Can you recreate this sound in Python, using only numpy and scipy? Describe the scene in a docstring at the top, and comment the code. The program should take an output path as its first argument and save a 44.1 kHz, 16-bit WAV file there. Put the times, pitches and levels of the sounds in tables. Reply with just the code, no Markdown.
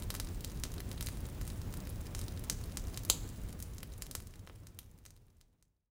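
"""Outdoor wood fire, close by

A wood fire burns in a stone pit: low flame rumble and flutter from shaped noise, sap hiss from wide noise.
Ticks, pops and loud snaps are short minimum-phase pulses; gas spurts are sputtering, decaying noise.
Delayed copies and decaying noise tails throw the cracks back from stones, logs, ground and trees.
A faint thin whine lies on top; everything fades from 3 s on."""
import sys
import numpy as np
from scipy import signal
from scipy.fft import rfft, irfft
from scipy.io import wavfile
from scipy.ndimage import uniform_filter1d

SR = 44100
rng = np.random.default_rng(int(sys.argv[2]) if len(sys.argv) > 2 else 0)


def wav_record(signal):
    """Record a signal, one row per channel, as 16-bit PCM in the file named by sys.argv[1]."""
    frames = np.transpose(np.atleast_2d(signal))
    bounded = np.clip(frames, -1, 1)
    # unit amplitude maps onto the largest positive 16-bit level
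    quanta = np.round(bounded * 32767).astype(np.int16)
    wavfile.write(sys.argv[1], SR, quanta)


N = 260182
TIME_S = np.arange(N) / SR

# Loud wood cracks: (time [s], strength [dB], low knock [dB], mid bite [dB], top fizz [dB],
# pitch [Hz], amplitude of a second pulse one pitch period later [0-1])
SNAPS = [(0.023, -21.5, 5, 4, 0, 3975, 0.3), (0.1035, -11.5, 1, 3.5, -1, 4430, 0.17),
         (0.1413, -18, 10, -1, 7, 5650, 0.2), (0.1507, -14.5, 3.5, 1, -0.5, 2300, 0.15),
         (0.1995, -12, -2.5, -2, -5.5, 4975, 0.1), (0.4074, -24.5, -6, 1, 1, 4000, 0.3),
         (0.4461, -14.5, -9, -1, -4.5, 3900, 0.1), (0.6367, -10.5, -5.5, -0.5, -8, 2040, 0.1),
         (0.652, -24, 12, 10, 2, 4150, 0.2), (0.7396, -23, -1, 0, 0.5, 3225, 0.2),
         (0.8034, -19, 13, 11, 9, 2150, 0.35), (0.915, -20.5, -1, 5, -5, 3575, 0.05),
         (1.009, -14, 0, 6, 3, 3975, 0), (1.026, -17, -4, -9, -5, 2775, 0.2),
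         (1.0625, -18.5, -10, -12, -1, 4200, 0.1), (1.0694, -15.5, -6, 6, -5, 2200, 0.5),
         (1.0865, -18, 7.5, 3.5, -1, 2200, 0.25), (1.413, -21, 8, 0, 0.5, 2400, 0.3),
         (1.4768, -20.5, -2, -2.5, 2, 2275, 0.1), (1.7393, -20.5, 6.5, 1, 2, 2525, 0),
         (1.8722, -24, 9, 5, 3, 2300, 0.3), (1.8997, -23.5, 4, -1, 16, 5025, 0.3),
         (2.1493, -16.5, -2.5, -3.5, -10.5, 1925, 0.06), (2.1914, -20.5, -2, -10, -9, 2925, 0.2),
         (2.214, -21, -8, -2, -5, 4375, 0.4), (2.282, -22, -7, 5, -3, 5025, 0.34),
         (2.4392, -22.5, 1, 4.5, 5, 5500, 0.1), (2.4986, -5, -9.5, -5.5, -9.5, 2090, 0.14),
         (2.7717, -12, -6.5, -4.5, -9, 5975, 0.03), (2.9742, -14.3, -6, 1.5, -5, 3430, 0.05),
         (3.05, -18, -20, -3, 1, 5975, 0.1), (3.0993, 4.5, -6.5, -4, -8, 3684, 0.76),
         (3.602, -19.5, -8, -3, 1, 3275, 0.2), (3.6252, -14, -14, -9, -0.5, 5975, 0.14),
         (3.7826, -20.5, -7, -2, -8, 5975, 0.2), (3.8308, -13.5, 9, 9, 5, 2570, 0.3),
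         (4.0216, -8, -5.5, -4, -7, 2420, 0.4), (4.066, -19.5, -2, 4, 1, 3125, 0.2),
         (4.112, -10.5, -10.5, -3.5, -3.5, 4580, 0.2), (4.1514, -3.5, -2.5, -5.5, -5, 4325, 0.07),
         (4.2024, -19.5, 4, 2, -1, 2475, 0.2), (4.2713, -21, -7, -9, -5, 4860, 0.1),
         (4.3384, -23.5, 9, 9, -6, 2525, 0.5), (4.4738, -15.5, 26.5, 18, 0, 2500, 0.2),
         (4.4973, -16, 28.5, 17, -8, 2725, 0.35), (4.6696, -16, -4, -5, -7, 2140, 0.14),
         (4.7891, -4.5, -2.5, 4.5, 4, 3220, 0.26), (4.9871, -23, -1, -6, -0.5, 2254, 0.3),
         (5.0532, -12.5, 2, 1.5, 0, 2925, 0.3), (5.0621, -9.5, -5, -7, -13, 2125, 0.36),
         (5.1055, -15, -10.5, -8, -8.5, 2125, 0.2), (5.1643, -21, -0.5, 5, 4, 4175, 0.1),
         (5.412, -12, -7, 1, -6, 5100, 0.07), (5.6255, -10.5, -7, -6, -8.5, 2125, 0.16)]
# Noise colour of the deep billow: (frequency [Hz], density [dB per Hz])
BILLOW_COLOUR = [(14, -23.5), (22, -5), (30, -0.5), (55, 0.5), (78, -2.5), (95, 1), (120, -7), (150, -24),
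                 (220, -49)]
# Noise colour of the flame flutter: (frequency [Hz], density [dB per Hz])
FLUTTER_COLOUR = [(80, -19.5), (115, -3.5), (150, -0.5), (240, -6), (320, -9.5), (450, -13.5), (700, -20),
                  (1200, -24.5), (2000, -29), (4000, -38)]
# Noise colour of boiling sap: (frequency [Hz], density [dB per Hz])
HISS_COLOUR = [(700, -21), (1500, -0.5), (3000, 1.5), (7000, 0.5), (15000, -3), (16000, -4.5)]
# Base spectrum of cracking wood: (frequency [Hz], level [dB])
WOOD_COLOUR = [(100, -27.5), (250, -9), (450, 1.5), (750, -4), (1100, 2), (2000, -0.5), (3000, -1.5),
               (4300, -1), (5300, -0.5), (7000, -0.5), (10000, 0), (13500, 0), (15000, -2), (16500, -10.5)]
# Tone of the scattered echoes: (frequency [Hz], level [dB])
ECHO_COLOUR = [(300, -4), (2000, -3), (4000, 0), (7300, -.5), (14500, -3.5), (16000, -8)]
# Bounces off the nearest stones: (delay [s], level [dB])
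BOUNCES = [(.0027, -15.5), (.0034, -18)]
# Centres of a crack's knock, bite, core and fizz: (frequency [Hz])
CRACK_BANDS_HZ = [1200, 3700, 7000, 12000]
# Gas spurting from a freshly split log: (start [s], length [s], level [dB])
SPURTS = [(1.01, 0.19, -57), (1.474, 0.15, -60), (2.154, 0.1, -58), (3.616, 0.11, -59)]
# Noise colour of the spurts: (frequency [Hz], density [dB per Hz])
SPURT_COLOUR = [(2000, -8), (4200, -8.5), (5500, -9), (9500, -1.5), (12500, -10), (16000, -10)]

BILLOW_DB, FLUTTER_DB, HISS_DB, TICKS_DB = -42.5, -49.5, -63, -64
POPS_PER_S, POP_LOW_HZ, POP_HIGH_HZ = 11, 1980, 5990
CUTOFF_HZ = 16000


def from_db(db):
    """Decibels to gain."""
    return 10 ** (np.asarray(db) / 20)


def rms_one(x):
    """Scale to an rms of 1."""
    return x / np.sqrt(np.mean(x ** 2) + 1e-20)


def at_hz(points, hz, outside=None):
    """Read a spectrum along a log-frequency axis."""
    knots_hz, db = np.transpose(points)
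    return np.interp(np.log(np.maximum(hz, 1)), np.log(knots_hz), db, outside, outside)


def noise(spectrum):
    """Noise of the given colour, rms 1."""
    gain = from_db(at_hz(spectrum, np.fft.rfftfreq(N, 1 / SR), outside=-np.inf))
    white = rng.standard_normal(N)
    return rms_one(irfft(rfft(white) * gain, N))


def drift(rate_hz):
    """Random wander, rms 1: flat from 0.5 Hz to the rate, weaker up to twice that."""
    return noise([(.5, 0), (rate_hz, 0), (2 * rate_hz, -10)])


def steadied(x, span_s):
    """Even out slow swells by dividing by the running rms."""
    power = uniform_filter1d(x ** 2, max(int(span_s * SR), 2))
    return x / np.sqrt(power + 1e-12)


def flames(surge_db, lick_db):
    """Hot gas billows deeply; the tongues of flame flutter above that."""
    billow_gain = from_db(BILLOW_DB + surge_db * drift(6))
    billow = billow_gain * steadied(noise(BILLOW_COLOUR), span_s=.3)
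    flutter_gain = from_db(FLUTTER_DB + lick_db * drift(16))
    flutter = flutter_gain * noise(FLUTTER_COLOUR)
    return billow + flutter


def sap_hiss(swell_db):
    """Boiling sap hisses as wide noise that swells slightly."""
    return from_db(HISS_DB + swell_db) * noise(HISS_COLOUR)


def whine(centre_hz, width_hz, db):
    """Thin steady noise band at the very top."""
    edges_hz = [centre_hz - width_hz / 2, centre_hz + width_hz / 2]
    narrow = signal.butter(1, edges_hz, "band", fs=SR, output="sos")
    return from_db(db) * rms_one(signal.sosfilt(narrow, rng.standard_normal(N)))


def sudden(gain):
    """Minimum-phase spectra of these magnitudes: nothing sounds before the onset."""
    cepstrum = irfft(np.log(gain))
    half = cepstrum.shape[-1] // 2
    # fold the cepstrum onto positive time
    cepstrum[:, 1:half] *= 2
    cepstrum[:, half + 1:] = 0
    return np.exp(rfft(cepstrum))


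def placed(pulses, times_s):
    """Lay each pulse on the timeline."""
    out = np.zeros(N + pulses.shape[1])
    starts = np.clip(times_s * SR, 0, N).astype(int)
    for pulse, start in zip(pulses, starts):
        out[start:start + len(pulse)] += pulse
    return out[:N]


def cracks(colours_db, pitch_hz, second, hollow_db):
    """One broadband pressure pulse per (knock, bite, fizz) row; a second give lends it a pitch."""
    size = 512
    hollow_octaves, tear_s, tear_share, tear_stages = 0.22, .00026, 0.58, 3
    count = len(colours_db)
    hz = np.fft.rfftfreq(size, 1 / SR)
    tint_db = np.array([at_hz(list(zip(CRACK_BANDS_HZ, (knock, bite, 0, fizz))), hz)
                        for knock, bite, fizz in colours_db])

    # the opened hollow resonates somewhere between bite and fizz
    hollow_hz = rng.uniform(CRACK_BANDS_HZ[1], CRACK_BANDS_HZ[-1], (count, 1))
    octaves_off = np.log2((hz + 1) / hollow_hz)
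    tint_db = tint_db + hollow_db / (1 + (octaves_off / hollow_octaves) ** 2)
    tints = np.array([rms_one(tint) for tint in from_db(tint_db)])
    spectra = sudden(from_db(at_hz(WOOD_COLOUR, hz)) * tints)

    # tearing fibres smear the pulse without changing its colour: all-passes
    lags_s = tear_s * rng.uniform(.2, 1, (count, tear_stages))
    for lag_s in lags_s.T:
        late = np.exp(-2j * np.pi * np.outer(np.ceil(lag_s * SR) / SR, hz))
        spectra *= (late - tear_share) / (1 - tear_share * late)

    second = second[:, None]
    one_period_later = np.exp(-2j * np.pi * np.outer(1 / pitch_hz, hz))
    spectra *= (1 + second * one_period_later) / np.sqrt(1 + second ** 2)
    return irfft(spectra)


def ticks(per_s, spread_db, colour_db, knock_db, fizz_db, lowest_hz=1900):
    """Tiny cells burst at random, many faint, few sharper, each with its own colour and pitch; rms 1."""
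    number = int(per_s * N / SR)
    when, size_draw, pitch_draw, second, *tints = rng.random((number, 7)).T
    colours_db = np.array([knock_db, 0, fizz_db]) + colour_db * (2 * np.transpose(tints) - 1)
    sizes = from_db(-spread_db * np.log(0.054 + size_draw))
    pitch_hz = lowest_hz * 2 ** (2 * pitch_draw)  # over two octaves
    pulses = sizes[:, None] * cracks(colours_db, pitch_hz, second, hollow_db=8)
    return rms_one(placed(pulses, when * N / SR))


def pops(db, spread_db, dull_db, colour_db, knock_db, fizz_db, second):
    """Small cracks at uneven intervals, from dull knocks to bright ticks, each with its own pitch."""
    number = int(POPS_PER_S * N / SR)
    jitter, size_draw, dullness, pitch_draw, *tints = rng.uniform(-1, 1, (number, 7)).T
    times_s = (np.arange(number) + .5 + jitter) * N / SR / number
    colours_db = np.array([knock_db, 0, fizz_db]) + colour_db * np.transpose(tints)
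    colours_db = colours_db + dull_db * np.outer(dullness, [1, 1, 0])  # knock and bite together
    pitch_hz = POP_LOW_HZ * (POP_HIGH_HZ / POP_LOW_HZ) ** ((pitch_draw + 1) / 2)
    pulses = cracks(colours_db, pitch_hz, np.full(number, second), hollow_db=6.0)
    gains = from_db(db + spread_db * size_draw)
    return placed(gains[:, None] * pulses, times_s)


def snaps(throw_db_per_db):
    """Bursting cells snap loudly: direct sound, and the feed to the surroundings, which favours big ones."""
    times_s, db, knock_db, bite_db, fizz_db, pitch_hz, second = np.transpose(SNAPS)
    colours_db = np.transpose([knock_db, bite_db, fizz_db])
    pulses = from_db(db)[:, None] * cracks(colours_db, pitch_hz, second, hollow_db=2.0)
    throw_gains = from_db(throw_db_per_db * db)
    return placed(pulses, times_s), placed(pulses * throw_gains[:, None], times_s)


def scatter(x, db, t60_s, build_s):
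    """Countless small echoes, as a noise response of unit energy that builds up and dies away."""
    t = TIME_S[:SR]
    build_up = (1 - np.exp(-t / build_s)) ** 2
    decay = from_db(-60 * t / t60_s)
    response = noise(ECHO_COLOUR)[:SR] * build_up * decay
    response = response / np.sqrt(np.sum(response ** 2))
    return from_db(db) * signal.fftconvolve(x, response)[:N]


def fire_pit(x):
    """Direct sound, clear bounces off the nearest stones, short rattle of echoes between the logs."""
    bounces = sum(from_db(db) * np.pad(x, (int(delay_s * SR), 0))[:N] for delay_s, db in BOUNCES)
    return x + bounces + scatter(x, db=-7.5, t60_s=0.02, build_s=0.001)


def surroundings(x):
    """Ground and posts answer soon, the trees faintly and longer."""
    near = scatter(x, db=-10.5, t60_s=0.18, build_s=0.0031)
    far = scatter(x, db=-23, t60_s=.75, build_s=.03)
    return near + far


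def spurts(sputter_db):
    """Trapped gas rushes out with a sputtering hiss that sinks as the pressure is spent."""
    flow = np.zeros(N)
    for start_s, length_s, db in SPURTS:
        knots_s = [start_s, start_s + .005, start_s + 0.0046 + length_s]
        pressure = np.interp(TIME_S, knots_s, [0, 1, 0])
        flow += from_db(db) * np.sqrt(pressure)
    return flow * from_db(sputter_db * drift(120)) * noise(SPURT_COLOUR)


def scene():
    """Snaps, pops and ticks echo in the pit; hiss, gas spurts, flames and whine stay dry."""
    swell_db = 0.5 * drift(4)  # shared by hiss and ticks
    rumble = flames(surge_db=1.03, lick_db=1.3)
    hiss = sap_hiss(swell_db)
    thin = whine(centre_hz=15500, width_hz=60, db=-69.5)
    tick_train = ticks(per_s=150, spread_db=7.5, colour_db=5, knock_db=0.0, fizz_db=-2.5)
    fine = from_db(TICKS_DB + swell_db) * tick_train
    small = pops(db=-27.5, spread_db=2.5, dull_db=9, colour_db=5.5, knock_db=0, fizz_db=-2.0, second=.4)
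    direct, thrown = snaps(throw_db_per_db=0.13)
    crackle = fire_pit(direct + small + fine) + surroundings(thrown + from_db(-7.5) * small)
    gas = spurts(sputter_db=2.5)
    return (rumble + hiss + thin + crackle + gas)[None]


def record(dry):
    """Fade the level towards the end, then cut the top with a steep low-pass."""
    fade = np.clip((6.03 - TIME_S) / 3.03, 0, 1) ** 1.8
    low_pass = signal.ellip(10, .2, 80, CUTOFF_HZ, fs=SR, output="sos")
    return signal.sosfilt(low_pass, dry * fade)


dry = scene()
out = record(dry)
wav_record(out)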